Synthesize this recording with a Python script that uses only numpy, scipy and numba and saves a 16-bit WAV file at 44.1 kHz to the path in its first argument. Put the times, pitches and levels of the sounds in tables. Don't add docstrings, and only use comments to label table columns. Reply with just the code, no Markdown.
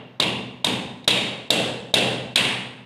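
import sys
import numpy as np
from scipy import signal
from scipy.fft import rfft, irfft
from scipy.io import wavfile
from scipy.ndimage import uniform_filter1d, minimum_filter1d
from numba import njit

SR = 44100
rng = np.random.default_rng(int(sys.argv[2]) if len(sys.argv) > 2 else 0)


def wav_record(signal):
    frames = np.transpose(np.atleast_2d(signal))
    bounded = np.clip(frames, -1, 1)
    quanta = np.round(bounded * 32767).astype(np.int16)
    wavfile.write(sys.argv[1], SR, quanta)


def decibels_to_gain(level_db):
    exponent = np.asarray(level_db, float) / 20
    return 10 ** exponent


N = 125685

# (frequency [Hz], relative level [dB], time to fall by 60 dB [s])
STEEL = [(3296, -2, 0.016), (3642, -0.5, 0.029), (3951, 2, 0.018), (4403, -10, 0.026), (4670, -15, 0.031),
         (5140, -14, .02), (6570, -50, 0.011), (8290, -13.5, 0.016), (8880, -11, 0.015), (9450, -11, .02),
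         (11230, -29, 0.06)]
THUD_TOP_HZ, PANEL_HZ, STEEL_HZ, TREBLE_HZ = 740, 2310, 3600, 7000
LEAD_S, TRAIL_S = 0.3, 0.05


def colour(x, points):
    hz, db = np.array(points, float).T
    f = np.arange(len(x) // 2 + 1) * SR / len(x) + 1
    gain = decibels_to_gain(np.interp(np.log(f), np.log(hz), db))
    return irfft(rfft(x) * gain, len(x))


def bumps(x, peaks):
    f = np.arange(len(x) // 2 + 1) * SR / len(x)
    power = 1
    for hz, db, width in peaks:
        power = power + (decibels_to_gain(2 * db) - 1) / (1 + (2 * (f - hz) / width) ** 4)
    return irfft(rfft(x) * np.sqrt(np.maximum(power, 0.01)), len(x))


def ring(modes, t, chance, hold=0.0):
    total = 0
    for (hz, db, t60), (louder, sharper, phase) in zip(modes, chance):
        tone = np.sin(2 * np.pi * (hz * (1 + 0.0041 * sharper) * t + phase))
        decay = decibels_to_gain(-60 * np.maximum(t - hold, 0) / max(t60, 0.003))
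        total = total + decibels_to_gain(db + 1.64 * louder) * tone * decay
    return total


def add(out, x, start, db):
    i = int((start + LEAD_S) * SR)
    out[i:i + len(x)] += decibels_to_gain(db) * x[:len(out) - i]


def hush(length):
    noise = colour(rng.standard_normal(length), [(40, -20), (120, 0), (503, 0), (4000, -10), (9000, -30)])
    return decibels_to_gain(-64) * noise / noise.std()


def room(thud_db, panel_db, treble_db, knock_hz, knock_db, middle_db, bass_db, ring_hz, ring_db,
         low_shimmer_hz, low_shimmer_db, high_shimmer_hz, high_shimmer_db):
    # (frequency [Hz], relative level per hertz [dB])
    room_colour = [(24, -49), (40, -19.5), (199, 1.5), (305, -4.5), (354, -4), (433, -1.5), (615, -6),
                   (1120, -11), (1240, -15), (2440, -4), (2630, 0), (3650, -1), (4240, -9), (5720, -21),
                   (9450, -19.5), (14800, -37.5), (16000, -36)]
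    # (frequency [Hz], time to fall by 60 dB [s])
    room_t60 = [(60, 1.07), (160, 1.18), (420, 0.96), (1100, 0.92), (2900, 0.71), (5000, 0.65),
                (8000, 0.61), (14000, 0.35)]
    # (frequency [Hz], relative level [dB], time to fall by 60 dB [s])
    room_modes = [(122.6, -33.5, 1.46), (130.3, -35.5, 1.16), (188.7, -33, 0.71), (204, -40, 1.1),
                  (249, -34.5, 1.31), (304.6, -27, 0.59)]
    build_s, bass_build_s = 0.0098, 0.025
    clump_db, clump_s, mixing_s = 1.5, 0.005, 0.2
    t = np.arange(int(1.5 * SR)) / SR

    noise = colour(rng.standard_normal(len(t)), room_colour)
    gains = [(295, bass_db), (THUD_TOP_HZ, thud_db), (1570, middle_db), (PANEL_HZ, panel_db),
             (STEEL_HZ, 0), (TREBLE_HZ, treble_db)]
    noise = colour(noise / noise.std(), gains)
    resonances = [(hz, 2, 67) for hz, _, _ in STEEL]
    resonances += [(knock_hz, knock_db, 340), (ring_hz, ring_db, 100),
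                   (low_shimmer_hz, low_shimmer_db, 380), (high_shimmer_hz, high_shimmer_db, 380)]
    spectrum = rfft(bumps(noise, resonances))

    place = 3 * np.log2(np.arange(len(spectrum)) * SR / len(t) / 40 + 1e-9)
    hz, t60 = np.array(room_t60).T
    reflections = 0
    for k in range(27):
        f = 40 * 2 ** (k / 3)
        band = irfft(spectrum * np.clip(1 - abs(place - k), 0, 1), len(t))
        swell = 1 - np.exp(-t / (build_s + bass_build_s * 100 / f))
        decay = decibels_to_gain(-60 * t / np.interp(np.log(f), np.log(hz), t60))
        reflections = reflections + band * swell * decay

    clumps = np.interp(t / clump_s, np.arange(2000), rng.standard_normal(2000)) * np.exp(-t / mixing_s)
    boom = ring(room_modes, t, rng.standard_normal((len(room_modes), 3)))
    boom = boom * (1 - np.exp(-t / bass_build_s))
    return decibels_to_gain(-16.5 + clump_db * clumps) * reflections + decibels_to_gain(bass_db) * boom


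def strike(thud_db, panel_db, treble_db, knock_hz, knock_db, contact_s):
    # (frequency [Hz], relative level [dB], time to fall by 60 dB [s])
    panel_modes = [(231, -24.5, 0.017), (612, -28.5, 0.068), (1000, -35.5, 0.013), (1661, -33, 0.063),
                   (2197, -29.5, 0.06), (2460, -29.5, 0.038), (2874, -27.5, 0.037)]
    rise_s, thud_lead_s, crack_t60_s = 0.0013, 0.00058, 0.036
    t = np.arange(SR // 8) / SR
    chance = rng.standard_normal((len(STEEL) + len(panel_modes) + 1, 3))

    crack_decay = decibels_to_gain(-60 * np.maximum(t - contact_s, 0) / crack_t60_s)
    crack = decibels_to_gain(-15.5) * rng.standard_normal(len(t)) * crack_decay
    steel = decibels_to_gain(-10.5) * ring(STEEL, t, chance, contact_s)
    swell = 1 - np.exp(-(np.maximum(t - thud_lead_s, 0) / rise_s) ** 2)
    panel = ring(panel_modes, t, chance[len(STEEL):], contact_s)
    panel = panel * (1 - np.exp(-(t / thud_lead_s) ** 2))
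    knock = ring([(knock_hz, knock_db, 0.02)], t, chance[-1:] * [1, 1, 0], contact_s / 2)

    sound = np.pad(swell * (steel + crack) + panel - knock, 256)
    gains = [(THUD_TOP_HZ, thud_db), (PANEL_HZ, panel_db), (STEEL_HZ, 0), (TREBLE_HZ, treble_db),
             (12000, treble_db - 12), (16000, treble_db - 30)]
    fade_out = np.clip(8 - 64 * t, 0, 1)
    return decibels_to_gain(8.5) * colour(sound, gains)[256:-256] * fade_out


@njit
def release(x, fall):
    envelope, level = np.empty(len(x)), 0.0
    for i in range(len(x)):
        level = max(x[i], level * fall)
        envelope[i] = level
    return envelope


def limiter(x):
    threshold_db, ratio = -18, 1.68
    ahead_s, slew_s, release_s = 0.017, 0.008, 0.1
    loudness = np.sqrt(uniform_filter1d(x ** 2, size=256) + 1e-12)
    envelope = release(loudness, np.exp(-1 / (release_s * SR)))
    gain = np.minimum(1, decibels_to_gain(threshold_db) / envelope) ** (1 - 1 / ratio)
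    ahead = int(ahead_s * SR)
    gain = minimum_filter1d(gain, ahead, origin=-(ahead // 2))
    gain = uniform_filter1d(gain, int(slew_s * SR))
    return x * gain * decibels_to_gain(2.5)


def scene():
    # (time [s], level [dB], thud [dB], panel [dB], treble [dB])
    blows = [(-.27, -11, 10.5, 4, -8), (0.1986, -3.5, 3.5, 1, -2), (0.6436, -5.5, 2.5, 1, 2.5),
             (1.076, 3, 5, 2.5, 0.5), (1.5032, 1, -2, -3, 2.5), (1.939, 2.5, 0, -0.5, 1.5),
             (2.357, 2.5, -1, 4, 1.5), (2.868, 29, 6, 14, -4)]
    # (knock frequency [Hz], knock [dB], middle [dB], bass [dB])
    voicings = [(800, 1, 8, 6.5), (1027, 5, -1.5, 4), (920, 6.5, 2, 5), (760, -3, -1.5, -2.5),
                (632, 9.5, 2, 0), (644, 7.5, 1.5, 0.5), (960, 2.5, 3.5, -3.5), (800, 15, 0, 0)]
    # (frequency [Hz], lift [dB])
    ringing_tones = [(2780, 5), (2780, 7.5), (3670, 7.5), (3740, 7), (2727, 7), (2725, 6), (2920, 1),
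                     (2800, 3)]
    # (lower frequency [Hz], lift [dB], higher frequency [Hz], lift [dB])
    shimmers = [(7000, 2, 9400, 2), (6900, 3, 9300, 3), (6500, 3, 8300, 3), (7300, 4, 9000, 3),
                (7700, 5, 9400, 3), (7000, 2, 8900, 4), (8250, 5, 9400, 7), (7000, 2, 9400, 2)]
    # (direct sound [dB], direct knock [dB], contact time [s])
    landings = [(0, -20, .006), (-4, -21, 0.0036), (-4, -18, 0.0039), (-6, -35.5, 0.0045),
                (-2, -15.5, 0.0018), (-5, -12, 0.0036), (-5, -25, 0.0028), (0, -20, .006)]
    # (time [s], level [dB], contact time [s])
    taps = [(0.2227, -8.5, 0.0012), (0.231, -16.5, 0.0043), (.667, -9, 0.00086), (1.0425, -33.5, 0.00045),
            (1.105, -13, 0.0068), (1.526, -18, 0.0035), (1.982, -14, 0.0035), (2.376, -16.5, 0.005)]

    out = np.zeros(N + int((LEAD_S + TRAIL_S) * SR))
    for blow, voicing, ringing, shimmer, landing in zip(blows, voicings, ringing_tones, shimmers, landings):
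        start, db, *tone = blow
        direct_db, knock_db, contact_s = landing
        add(out, strike(*tone, voicing[0], knock_db, contact_s), start, db + direct_db)
        add(out, room(*tone, *voicing, *ringing, *shimmer), start, db)
    for start, db, contact_s in taps:
        add(out, strike(-0.27, 0, -5.5, 720, -21, contact_s), start, db)
    out = limiter(out + hush(len(out)))
    first = int(LEAD_S * SR)
    return out[None, first:first + N]


def low_pass(x):
    return signal.sosfilt(signal.butter(12, 16550, fs=SR, output="sos"), x)


def record(dry):
    x = np.tanh(1.065 * dry) / 1.189
    x = signal.sosfilt(signal.butter(2, 65, "high", fs=SR, output="sos"), x)
    x = signal.sosfilt(signal.ellip(8, 0.5, 40, 15500, fs=SR, output="sos"), x)
    return low_pass(x)


dry = scene()
out = record(dry)
wav_record(out)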